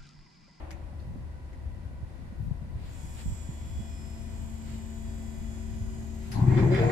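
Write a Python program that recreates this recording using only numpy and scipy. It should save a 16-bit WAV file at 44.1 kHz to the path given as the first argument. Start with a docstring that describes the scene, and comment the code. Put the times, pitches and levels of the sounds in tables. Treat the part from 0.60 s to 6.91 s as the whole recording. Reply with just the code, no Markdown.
"""Industrial shredder starting up.

Open yard, light breeze on a hand-held microphone a few metres away. Over an idling hum a switch
clicks, and a nine-piston hydraulic pump builds pressure with a hiss and a steady whine. A contactor
clacks and the drive runs up: the steel body booms, gear tones climb its panels, the belt scrapes."""
import sys
import numpy as np
from scipy import signal
from scipy.fft import rfft, irfft, next_fast_len
from scipy.io import wavfile
from scipy.ndimage import uniform_filter1d

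SR = 44100
rng = np.random.default_rng(int(sys.argv[2]) if len(sys.argv) > 2 else 0)


def transcribe(signal):
    """Save signal, clipped to [-1, 1], as a 16-bit WAV file at the path in sys.argv[1]."""
    frames = np.atleast_2d(signal).T
    limited = np.clip(frames, -1, 1)
    pcm = np.round(limited * 32767).astype(np.int16)
    wavfile.write(sys.argv[1], SR, pcm)


N = 278271
TIME = np.arange(N) / SR
PUMP_START_S, DRIVE_START_S, BELT_START_S = 2.172, 5.69, 5.72
PUMP_HZ, PISTONS = 224.04, 9  # stroke rate; strokes per shaft turn
PUMP_RISE_S, PRIME_PEAK_S, PRIME_HALF_S = 0.19, 2.73, 0.15
WOBBLE_RAD, FLUTTER_RAD, FLUTTER_PER_S = 0.017, 0.013, 70  # stroke phase error: cyclic, random
FADING_DB, FADING_PER_S = 2.3, 7
PORT_LAG_S = 0.00037  # right microphone port behind left


def amp(db):
    """Decibels to gain."""
    return np.exp(np.asarray(db) * (np.log(10) / 20))


def unit(x):
    """Scale to rms 1."""
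    return x / np.sqrt(np.mean(x ** 2))


def pan(db):
    """Stereo gains for a left-minus-right level."""
    return amp(np.array([[db], [-db]]) / 2) / np.sqrt((amp(db) + amp(-db)) / 2)


def ports(x):
    """Delay the right channel by the path between the ports."""
    left, right = np.broadcast_to(x, (2, N))
    return np.array([left, np.interp(TIME - PORT_LAG_S, TIME, right)])


def since(start_s, t=TIME):
    """Seconds elapsed; 0 before the start."""
    return np.maximum(t - start_s, 0)


def ramp(start_s, rise_s):
    """Linear rise from 0 to 1."""
    return np.clip((TIME - start_s) / rise_s, 0, 1)


def bump(peak_s, half_s, t=TIME):
    """Gaussian swell, peak 1."""
    return np.exp(-np.minimum(((t - peak_s) / half_s) ** 2, 40))


def swells(rows):
    """Sum of (time [s], half length [s], lift [dB]) bumps, in dB."""
    return sum(db * bump(s, half_s) for s, half_s, db in rows)


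def walk(per_s, t=TIME):
    """Smooth random wander, spread near 1."""
    knots = rng.standard_normal(1024)
    fine = uniform_filter1d(np.repeat(knots, 8), 8)
    return 1.2 * np.interp(t * per_s * 8, np.arange(len(fine)), fine)


def turn(hz):
    """Phase of a moving frequency."""
    return 2 * np.pi * np.cumsum(hz) / SR


def noise(alike_hz=600):
    """Stereo noise: alike in the bass, unrelated in the treble."""
    mid, side = rng.standard_normal((2, N))
    side = signal.sosfilt(signal.butter(1, alike_hz, "high", fs=SR, output="sos"), side)
    return np.array([mid + side, mid - side])


def colour(x, spectrum):
    """Filter by (frequency [Hz], gain [dB]) points; rms 1."""
    hz, db = np.transpose(spectrum)
    size = next_fast_len(N, real=True)
    bins_hz = np.fft.rfftfreq(size, 1 / SR)
    gain = amp(np.interp(np.log(bins_hz + 1), np.log(hz), db))
    return unit(irfft(rfft(x, size) * gain, size)[..., :N])


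def ring(x, modes):
    """Drive (frequency [Hz], width [Hz], gain [dB]) resonances."""
    return sum(amp(db) * signal.lfilter(*signal.iirpeak(hz, hz / width, fs=SR), x)
               for hz, width, db in modes)


def steady(x, window_s):
    """Even out slow swells; rms 1."""
    power = uniform_filter1d(np.mean(x ** 2, axis=0), int(window_s * SR))
    return x / np.sqrt(np.maximum(power, 0) + 1e-12)


def thumps(rows, size=8192):
    """Low pressure pulses, a cycle or two each."""
    out = np.zeros((2, N + size))
    for s, db, hz, pan_db in rows:
        start = int((s - 0.0031) * SR)
        cycles = TIME[:size] * hz
        envelope = cycles / 0.58 * np.exp(1 - cycles / 0.6)
        tone = np.sin(2 * np.pi * (cycles + rng.random()))
        out[:, start:start + size] += amp(db) * envelope * tone * pan(pan_db)
    return out[:, :N]


# (frequency [Hz], relative level [dB], flutter [dB], fade [dB/s])
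HUM_AND_FAN_LINES = [(49.3, -7, 5, 0), (74.74, 3, 1, 0.6), (357, -31.5, 2, -0.5), (515.5, -22.5, 1.5, 3),
                     (586, -22, -4.5, 6), (982, -26, 2, 0), (1480, -32, 4.5, -0.5)]


def idle(hum_db=-42.5, fan_db=-43, load_db=4.5):
    """Wavering hum and faint fan lines; the hum grows as the pump loads its motor."""
    hum, fan = 0, 0
    for hz, db, flutter_db, fade_db_per_s in HUM_AND_FAN_LINES:
        phase = turn(hz + walk(16) + 0.009 * hz * walk(70))
        port_rad = np.array([[0], [min(hz / 700, 2)]])
        level_db = db - fade_db_per_s * TIME + flutter_db * np.tanh(walk(10))
        line = amp(level_db) * np.sqrt(2) * np.sin(phase + port_rad)
        if hz < 100:
            hum += line
        else:
            fan += line
    unloaded = 1 - ramp(PUMP_START_S, 0.6)
    return hum * amp(hum_db - load_db * unloaded) * pan(4.9) + fan * amp(fan_db)


# (frequency [Hz], gain [dB])
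YARD_SPECTRUM = [(100, 4.5), (300, 6), (440, -6), (560, -2.5), (1000, -7.5), (1200, -14), (1800, -15),
                 (1970, -8.5), (2120, -18.5), (2300, -16.5), (3200, -23), (4600, -24), (5800, -28.5),
                 (11000, -31), (15000, -50)]


def yard(level_db=-52.5):
    """Distant, even noise of the yard."""
    return colour(noise(), YARD_SPECTRUM) * amp(level_db + 0.5 * walk(13)) * pan(0.21)


# (frequency [Hz], width [Hz], gain [dB])
RING_OUT_MODES = [(327, 25, 15.5), (555, 48, 1), (690, 180, 5.5), (800, 200, -28), (1790, 390, -16)]


def panel_ring_out(level_db=-46, fade_db_per_s=45):
    """A panel dies away in the first moments."""
    lowpass = signal.butter(2, 2400, fs=SR, output="sos")
    ringing = unit(signal.sosfilt(lowpass, ring(noise(), RING_OUT_MODES)))
    return ringing * amp(level_db - fade_db_per_s * TIME)


# (frequency [Hz], gain [dB])
EDDY_SPECTRUM = [(20, -27), (50, -23), (75, -2), (110, 4.5), (160, -5), (220, -8.5), (320, -31),
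                 (600, -46.5), (4000, -100)]
SURGE_SPECTRUM = [(12, -24), (24, -4), (40, 0), (54, 0.5), (68, 0), (200, -63)]
# (time [s], half length [s], lift [dB])
WIND_GUSTS = [(.52, 0.1, 5), (1.09, 0.092, 2.5), (1.85, 0.07, 10), (2.17, 0.15, 3.5), (2.69, 0.039, 10),
              (3.15, 0.1, 5), (3.83, 0.048, 3), (4.46, 0.056, 3), (4.79, 0.039, 6), (5.21, 0.14, 6)]
# (time [s], level [dB], pitch [Hz], left minus right [dB])
WIND_BUFFETS = [(0.561, -36, 247, -25), (1.061, -26, 68, 5), (1.256, -29, 85.5, 10),
                (1.43, -28.5, 100, -22), (1.727, -36, 198, -11), (1.801, -24.5, 111, 14),
                (1.829, -28, 125, 10), (1.871, -28, 99, 17), (1.882, -34, 150, 19), (1.913, -19.5, 127, 29),
                (2.02, -34, 138, 3), (2.156, -28.5, 95, -21), (2.661, -27.5, 157, -25),
                (2.68, -23.5, 76.4, -18), (2.722, -24.5, 93, -22), (2.892, -27, 137, -15),
                (3.177, -29.5, 61, -15), (3.196, -28.5, 150, -18), (3.207, -31.5, 179, -16),
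                (5.212, -27.5, 83, -3)]


def breeze(eddy_db=-45.5, surge_db=-42.5, freshen_db=2.4):
    """Fast eddies and slow surges rumble on the microphone ports; strong eddies thump."""
    gust_db = swells(WIND_GUSTS) - freshen_db * (1 - ramp(0, 4.8))
    swirl_db = 1.9 * np.array([walk(5.9), walk(7.3)])
    eddies = colour(noise(alike_hz=126), EDDY_SPECTRUM) * amp(eddy_db + gust_db + swirl_db)
    surges = steady(colour(noise(alike_hz=50), SURGE_SPECTRUM), window_s=0.38) * amp(surge_db + gust_db)
    return eddies * pan(1.2) + surges * pan(6.2) + thumps(WIND_BUFFETS)


# (time [s], relative level [dB], t60 [s], ring pitch [Hz], snap gain [x])
SWITCH_CLACKS = [(0.1065, -35.5, 0.029, 5000, 1.9), (0.113, -39, 0.086, 2020, 2.6),
                 (.124, -44, 0.17, 2330, 1), (.3944, -50.5, 0.21, 4340, .3), (.929, -45.5, 0.11, 2060, .1),
                 (5.715, -34.5, 0.2, 10500, 0.45), (5.717, -32, 0.14, 5030, 0.3),
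                 (5.727, -40, 0.11, 1660, .3), (5.738, -38, 0.38, 4270, .1)]
# (frequency [Hz], gain [dB])
CRACK_SPECTRUM = [(300, -5), (2000, 10), (3200, 3), (5200, -2), (6500, 4), (8500, -6.5), (10400, -9),
                  (12000, -8), (15000, -23)]


def switchgear(trim_db=-11.5):
    """Switch and contactor snap shut: a crack, a short ring, the cabinet's echo."""
    out, source = 0, noise()
    crack = colour(source, CRACK_SPECTRUM)
    for s, db, t60_s, hz, snap_gain in SWITCH_CLACKS:
        age_s = since(s - 0.00036)
        attack = 1 - np.exp(-age_s / 0.0017)
        snap = snap_gain * np.exp(-age_s / 0.0032) * crack
        cabinet = [(hz, 0.3 * hz, 0)]
        ringing = unit(ring(ring(source, cabinet), cabinet))
        tail = 0.65 * amp(-60 * age_s / t60_s) * (0.84 * crack + 1.05 * ringing)
        out += amp(db + trim_db) * attack * (snap + tail)
    return out * pan(1.5)


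def build_up(full_db, rise_db, rise_s):
    """Level of a tone that grows with the oil pressure, in dB."""
    return full_db - rise_db * (1 - ramp(PUMP_START_S, rise_s))


# (multiple of shaft rate [x], level [dB])
SHAFT_HARMONICS = [(11, -68), (13, -65.5), (30, -72.5), (97, -82), (98, -79.5), (101, -83), (119, -79),
                   (120, -81)]


def pump():
    """Strokes give a low tone, its third harmonic and a whine; unequal pistons add shaft tones."""
    age_s = since(PUMP_START_S)
    phase = turn(PUMP_HZ * (1 + 0.00008 * walk(6.24))) + FLUTTER_RAD * walk(FLUTTER_PER_S)
    piston_db = build_up(full_db=-43.5, rise_db=19.6, rise_s=1.97) + 0.88 * walk(19)
    piston = amp(piston_db) * ports(np.sin(phase)) * pan(8)
    third_db = build_up(full_db=-62.5, rise_db=45, rise_s=0.98) - 0.9 * (age_s - age_s.mean())
    third = amp(third_db + walk(11)) * np.sin(3 * phase) * pan(-13.5)
    # a housing panel sings along
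    panel_db = build_up(full_db=-55.5, rise_db=18.4, rise_s=2.96) + 2 * walk(8.7)
    panel = amp(panel_db) * np.sin(turn(377 + 3.87 * walk(25)))
    shaft = sum(amp(db + FADING_DB * walk(FADING_PER_S)) * np.sin(multiple * phase / PISTONS)
                for multiple, db in SHAFT_HARMONICS)
    tones = piston + third + ports(panel + shaft) + whine(phase)
    return np.sqrt(2) * ramp(PUMP_START_S, PUMP_RISE_S) * tones


# (frequency [Hz], gain [dB])
HISS_SPECTRUM = [(600, 1.5), (1500, 1), (2500, 1.5), (3600, -2), (5000, -3), (6000, -17), (8500, -9),
                 (11500, -23), (15000, -17)]
SIZZLE_SPECTRUM = [(3000, -22), (5500, -17), (6700, 9), (7700, 5.5), (8500, -13), (10000, -27),
                   (12500, -26), (15000, -7)]
# (time [s], half length [s], lift [dB])
VALVE_SPURTS = [(2.24, 0.13, 8), (2.6, 0.04, 12), (4.12, 0.079, 8), (5.69, 0.097, 6)]


def oil(hiss_db=-63.5, sizzle_db=-69.5, prime_db=9.5, load_db_per_s=22.5):
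    """Oil hisses in the valves and cavitates once a stroke, sizzling more on priming and run-up."""
    flow = ramp(PUMP_START_S, PUMP_RISE_S)
    pulse = 0.5 + np.exp(-(TIME * PUMP_HZ % 1) / 1.7)
    hiss = colour(noise() * pulse, HISS_SPECTRUM) * amp(hiss_db + swells(VALVE_SPURTS) + 0.5 * walk(34))
    lift_db = prime_db * bump(2.47, 0.24) + load_db_per_s * since(DRIVE_START_S)
    sizzle = colour(noise() * pulse, SIZZLE_SPECTRUM) * amp(sizzle_db + lift_db + 0.84 * walk(23))
    return np.sqrt(flow) * hiss * pan(0.96) + flow * sizzle * pan(-5.5)


# (frequency [Hz], gain [dB])
BUZZ_SPECTRUM = [(1000, -31), (2400, -12), (4000, -15), (6000, 2), (7400, 10), (9000, -6), (12000, 2),
                 (14000, 0.5)]


def housing_buzz(level_db=-65, spread_db=4.3, jitter_s=7e-6, path_count=2):
    """Each piston raps the housing with its own strength, early or late as the shaft wobbles."""
    strokes = TIME * PUMP_HZ
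    nearest = np.round(strokes).astype(int)
    strength = amp(spread_db * rng.standard_normal(PISTONS))[nearest % PISTONS]
    early_rad = WOBBLE_RAD * np.sin(2 * np.pi * strokes / PISTONS) + FLUTTER_RAD * walk(FLUTTER_PER_S)
    early_strokes = early_rad / (2 * np.pi) + jitter_s * PUMP_HZ * rng.standard_normal(N)[nearest]
    raps = strength * np.sinc((strokes + early_strokes - nearest) * SR / PUMP_HZ)
    # radiation paths; their mix shifts as the microphone moves
    paths = rng.standard_normal((path_count, 2, 1024)) * np.exp(-TIME[:1024] / 0.005)
    radiated = sum(walk(3) * signal.oaconvolve(raps[None], path, axes=1)[:, :N] for path in paths)
    buzz = steady(colour(radiated, BUZZ_SPECTRUM), window_s=0.1)
    gain = ramp(PUMP_START_S, PUMP_RISE_S) * amp(level_db + 1.6 * bump(PRIME_PEAK_S, PRIME_HALF_S))
    return buzz * gain * pan(5.8)


# (multiple of stroke rate [x], level [dB], left minus right [dB])
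WHINE_HARMONICS = [(4, -68, 12), (5, -73.5, -1.5), (7, -77, -4), (8, -74.5, 6), (9, -75, -7), (10, -78, -5),
                   (11, -75, -4.5), (13, -81.5, 22), (14, -80, 15), (15, -72.5, 9), (16, -88, 2),
                   (17, -78, 0), (19, -83, 3), (21, -84.5, -1), (22, -76.5, -4), (23, -78, 0), (24, -82, 0),
                   (25, -78.5, 12.5), (26, -83, 6), (27, -79, 5), (28, -73, 5), (29, -76, 0),
                   (30, -73.5, -12), (31, -72, -14.5), (32, -79, -3), (33, -68.5, -11.5), (34, -67.5, -15),
                   (35, -70.5, -10.5), (36, -73.5, -20), (37, -83, -12), (38, -86, 1), (39, -91, -2),
                   (40, -80, 1), (42, -76.5, 17.5), (43, -82, 12), (44, -87, 17), (47, -83, 15),
                   (48, -80, 24), (50, -80, 12), (52, -81, 15.5)]
# (time [s], multiple of stroke rate [x], half length [s], lift [dB])
HARMONIC_SWELLS = [(5.3, 9, 0.94, 6.5), (2.56, 11, 0.18, 4.5), (3.42, 11, 0.26, 8.5), (10, 5, 0.48, 2.5),
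                   (5.4, 29, .45, 0), (3.16, 15, 0.38, 7), (5, 15, 0.65, 3.5), (5.45, 15, 0.25, -11.5),
                   (3.51, 23, 0.28, 10.5), (5.08, 23, 0.2, 8), (2.55, 25, 0.24, 9), (3.4, 25, .15, 5),
                   (4.2, 27, 0.26, 5), (4.3, 30, .2, -3), (2.75, 31, .3, 9), (4.85, 31, 0.38, 4),
                   (4.4, 34, 0.098, -5), (5.3, 34, .4, -5.5), (4.2, 35, 0.33, -3), (4.5, 35, 0.28, 5),
                   (4.8, 48, .36, 6)]


def whine(phase, focus_hz=7780, sag_hz_per_s=360, focus_width_hz=480, block=64):
    """Comb of piston harmonics; its brightest band sinks as the pressure builds."""
    t = TIME[::block]
    age_s = since(PUMP_START_S, t)
    priming = bump(PRIME_PEAK_S, PRIME_HALF_S, t)
    trim_db = 0.5 + 2 * priming - 0.5 * age_s
    centre_hz = focus_hz - sag_hz_per_s * age_s
    shaft_rad = phase / PISTONS
    stroke_rad = phase + WOBBLE_RAD * np.sin(shaft_rad)
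    out = np.zeros((2, N))
    for multiple, db, pan_db in WHINE_HARMONICS:
        hz = multiple * PUMP_HZ
        throb = 1 + 0.2 * np.sin(2 * shaft_rad + rng.uniform(0, 2 * np.pi))  # unequal pistons
        in_focus = np.exp(-((hz - centre_hz) / focus_width_hz) ** 2)
        focus_db = 6.5 * (in_focus - in_focus[age_s > 0].mean()) + 2.3 * in_focus * priming
        # level and phase drift as the microphone moves through the yard's reflections
        lift_db = sum(lift * bump(s, half_s, t)
                      for s, k, half_s, lift in HARMONIC_SWELLS if k == multiple)
        fading_db = FADING_DB * np.array([walk(FADING_PER_S, t), walk(FADING_PER_S, t)])
        gain = amp(db + trim_db + focus_db + lift_db + fading_db) * pan(pan_db)
        drift_rad = 0.55 * np.array([walk(2.05, t), walk(2.02, t)])
        lag_rad = 2 * np.pi * hz * np.array([[0], [PORT_LAG_S]])
        offset_rad = rng.uniform(0, 2 * np.pi) + drift_rad - lag_rad
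        gain, offset_rad = np.repeat([gain, offset_rad], block, axis=2)[..., :N]
        out += gain * throb * np.sin(multiple * stroke_rad + offset_rad)
    return out * ramp(PUMP_START_S + 0.045, 0.2)


# (frequency [Hz], gain [dB])
FIZZ_SPECTRUM = [(4000, -20), (9000, 5), (12000, -4), (15000, -2)]


def air_fizz(level_db=-61.5):
    """Trapped air fizzes out as the pump primes."""
    envelope = ramp(PUMP_START_S, PUMP_RISE_S) * bump(2.55, 0.2)
    return colour(noise(), FIZZ_SPECTRUM) * envelope * amp(level_db)


def drive(judder_hz=121):
    """The motor takes up load; its torque judders near the body's lowest resonance."""
    judder = np.sqrt(2) * np.sin(turn(judder_hz * (1 + 0.0601 * walk(35))))
    body = boom(judder) * pan(4.2)
    panels = (gears(judder) + panel_howl()) * pan(0.49)
    return ramp(DRIVE_START_S, 0.012) * (body + panels) + rotor_jolts()


# (frequency [Hz], width [Hz], gain [dB])
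BODY_MODES = [(112, 23, -5), (137, 34, -4), (177, 20, -11), (231, 8, -15)]
# (time [s], half length [s], lift [dB])
BOOM_LURCHES = [(5.868, 0.0098, -7.5), (5.915, .01, -1.5), (6.18, 0.017, -11), (6.245, 0.045, 1),
                (6.305, 0.014, -13)]


def boom(judder, level_db=-18, swell_db=29, ease_db_per_s=7):
    """The steel body booms: a fast swell, then it lurches and eases as the motor gains speed."""
    attack_db = swell_db * (ramp(DRIVE_START_S, 0.14) - 1)
    envelope_db = attack_db - ease_db_per_s * since(DRIVE_START_S) + swells(BOOM_LURCHES)
    shudder_spectrum = [(40, 0.5), (100, -4), (240, -7), (400, -24.5), (1500, -57)]
    shudder = unit(ring(colour(noise(alike_hz=905), shudder_spectrum), BODY_MODES))
    return steady(judder + 0.75 * shudder, window_s=0.051) * amp(level_db + envelope_db)


# (multiple of mesh rate [x], relative level [dB])
GEAR_TONES = [(.6, 4), (0.751, -3), (.89, 4.5), (1.21, -4)]
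# (frequency [Hz], width [Hz], gain [dB])
STEEL_PANEL_MODES = [(346, 26, 2), (375.2, 14, 5.5), (450, 23, -8.5), (548, 64, -7), (635, 90, -7),
                     (726, 39, -5), (1057, 42, 1.5)]


def gears(judder, level_db=-28.5, swell_db=24, run_up_hz_per_s=1400, full_level_hz=364):
    """Chattering, grinding teeth, shaken by the judder, sweep up through the panel resonances."""
    mesh_hz = run_up_hz_per_s * since(DRIVE_START_S)
    teeth = 0
    for multiple, db in GEAR_TONES:
        gain = amp(db + 4 * walk(70))
        teeth += gain * np.sin(turn(multiple * mesh_hz * (1 + 0.042 * walk(80))))
    grind_spectrum = [(150, -18.5), (330, 4), (480, -9.5), (700, 0), (1500, -31), (8000, -59)]
    grind = colour(noise(alike_hz=150), grind_spectrum)
    force = (ports(teeth) + 0.95 * grind) * (1 + 0.45 * judder)
    envelope = amp(level_db - swell_db * np.maximum(1 - mesh_hz / full_level_hz, 0))
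    return steady(ring(force, STEEL_PANEL_MODES), window_s=0.14) * envelope


# (frequency [Hz], gain [dB])
RUMBLE_SPECTRUM = [(60, 11.5), (170, 13), (240, 5), (290, -2), (450, -16), (600, -10), (820, 1.5),
                   (1080, -2), (1250, -16.5), (2000, -19), (5000, -41), (15000, -69)]


def belt(rumble_db=-33, growl_db=-41.5, growl_fade_db_per_s=31.5):
    """The belt breaks away with a growl, then rumbles and scrapes."""
    rumble = colour(noise(), RUMBLE_SPECTRUM) * amp(rumble_db + 2.6 * walk(45))
    frame_mode = [(840, 220, 0)]
    growl = unit(ring(ring(noise(), frame_mode), frame_mode))
    growl *= amp(growl_db - growl_fade_db_per_s * since(BELT_START_S))
    friction = growl + belt_scrape() * pan(-2.1)
    return ramp(BELT_START_S, 0.13) * rumble + ramp(BELT_START_S, 0.042) * friction


# (frequency [Hz], gain [dB])
RUB_SPECTRUM = [(900, -10), (1500, 4.5), (1900, 3), (2400, -0.5), (2750, -14), (4800, -14), (6000, -33),
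                (9000, -40), (15000, -62)]
# (frequency [Hz], width [Hz], gain [dB])
RUB_MODES = [(1320, 22, -11), (1720, 34, -7), (1880, 37, -6), (2130, 10, 8.5), (2360, 120, -6)]
BELT_SQUEAL_MODES = [(3100, 45, -.5), (3460, 55, -.5), (3950, 110, -7), (4870, 100, -5), (5300, 120, -13)]
# (time [s], gain [dB], hold [s], squeal gain [x])
BELT_SCRAPES = [(5.862, -52.5, .06, 0), (5.942, -42, 0.07, 0.2), (6.104, -39, 0.077, 0.35)]


def belt_scrape(rub_db=-41.5, rise_db_per_s=43, full_s=6.38, attack_s=0.036, release_s=0.04):
    """Rubber sticks and slips on the steel bed, harder with speed; the later scrapes squeal."""
    slips = noise() * amp(1.7 * walk(140))
    rub = 1.36 * colour(slips, RUB_SPECTRUM) + 0.65 * unit(ring(slips, RUB_MODES))
    rub += 0.75 * cleat_clatter()
    squeal = unit(sum(ring(ring(slips, [(hz, width, db)]), [(hz, 8 * width, 0)])
                      for hz, width, db in BELT_SQUEAL_MODES))
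    out = rub * amp(rub_db - rise_db_per_s * np.maximum(full_s - TIME, 0))
    for s, db, hold_s, squeal_gain in BELT_SCRAPES:
        envelope = ramp(s, attack_s) * np.exp(-since(s + hold_s) / release_s)
        out += amp(db) * envelope * (0.58 * rub + squeal_gain * squeal)
    return out


# (frequency [Hz], width [Hz], gain [dB])
FRAME_MODES = [(1300, 59, -11), (1710, 59, 0), (1908, 55, 20), (1980, 100, 1), (2340, 57, -14)]


def cleat_clatter(knocks_per_s=200, spread_db=4):
    """The belt's cleats knock unevenly on the steel frame; rms 1."""
    knocks = rng.random(N) < knocks_per_s / SR
    strength = amp(spread_db * np.clip(rng.standard_normal((2, N)), -2, 2))
    return unit(ring(knocks * strength, FRAME_MODES))


# (time [s], level [dB], pitch [Hz], left minus right [dB])
ROTOR_JOLTS = [(5.758, -25, 120, 11), (5.778, -21, 110, 5), (5.796, -21, 220, 5), (5.884, -15.5, 112, 7),
               (5.939, -18.5, 190, 6), (6.024, -19, 200, 7), (6.124, -21, 350, 2), (6.22, -19, 130, 0)]


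def rotor_jolts():
    """The rotor jolts in the body."""
    return thumps(ROTOR_JOLTS)


def panel_howl(hz=463.4, faint_db=-50, loud_db=-34, attack_s=0.028):
    """One panel howls: faint at first, loud as the drive nears full speed."""
    envelope = amp(faint_db) * ramp(5.92, attack_s) + amp(loud_db) * ramp(6.17, attack_s)
    return envelope * np.sqrt(2) * np.sin(turn(hz + 6 * walk(45)))


def scene():
    """All sources, summed at the microphone."""
    background = idle() + yard() + panel_ring_out() + breeze()
    hydraulics = pump() + oil() + housing_buzz() + air_fizz()
    return background + hydraulics + switchgear() + drive() + belt()


def record(dry):
    """Steep low-pass at 14.7 kHz."""
    return signal.sosfilt(signal.ellip(10, 0.2, 80, 14700, fs=SR, output="sos"), dry)


dry = scene()
out = record(dry)
transcribe(out)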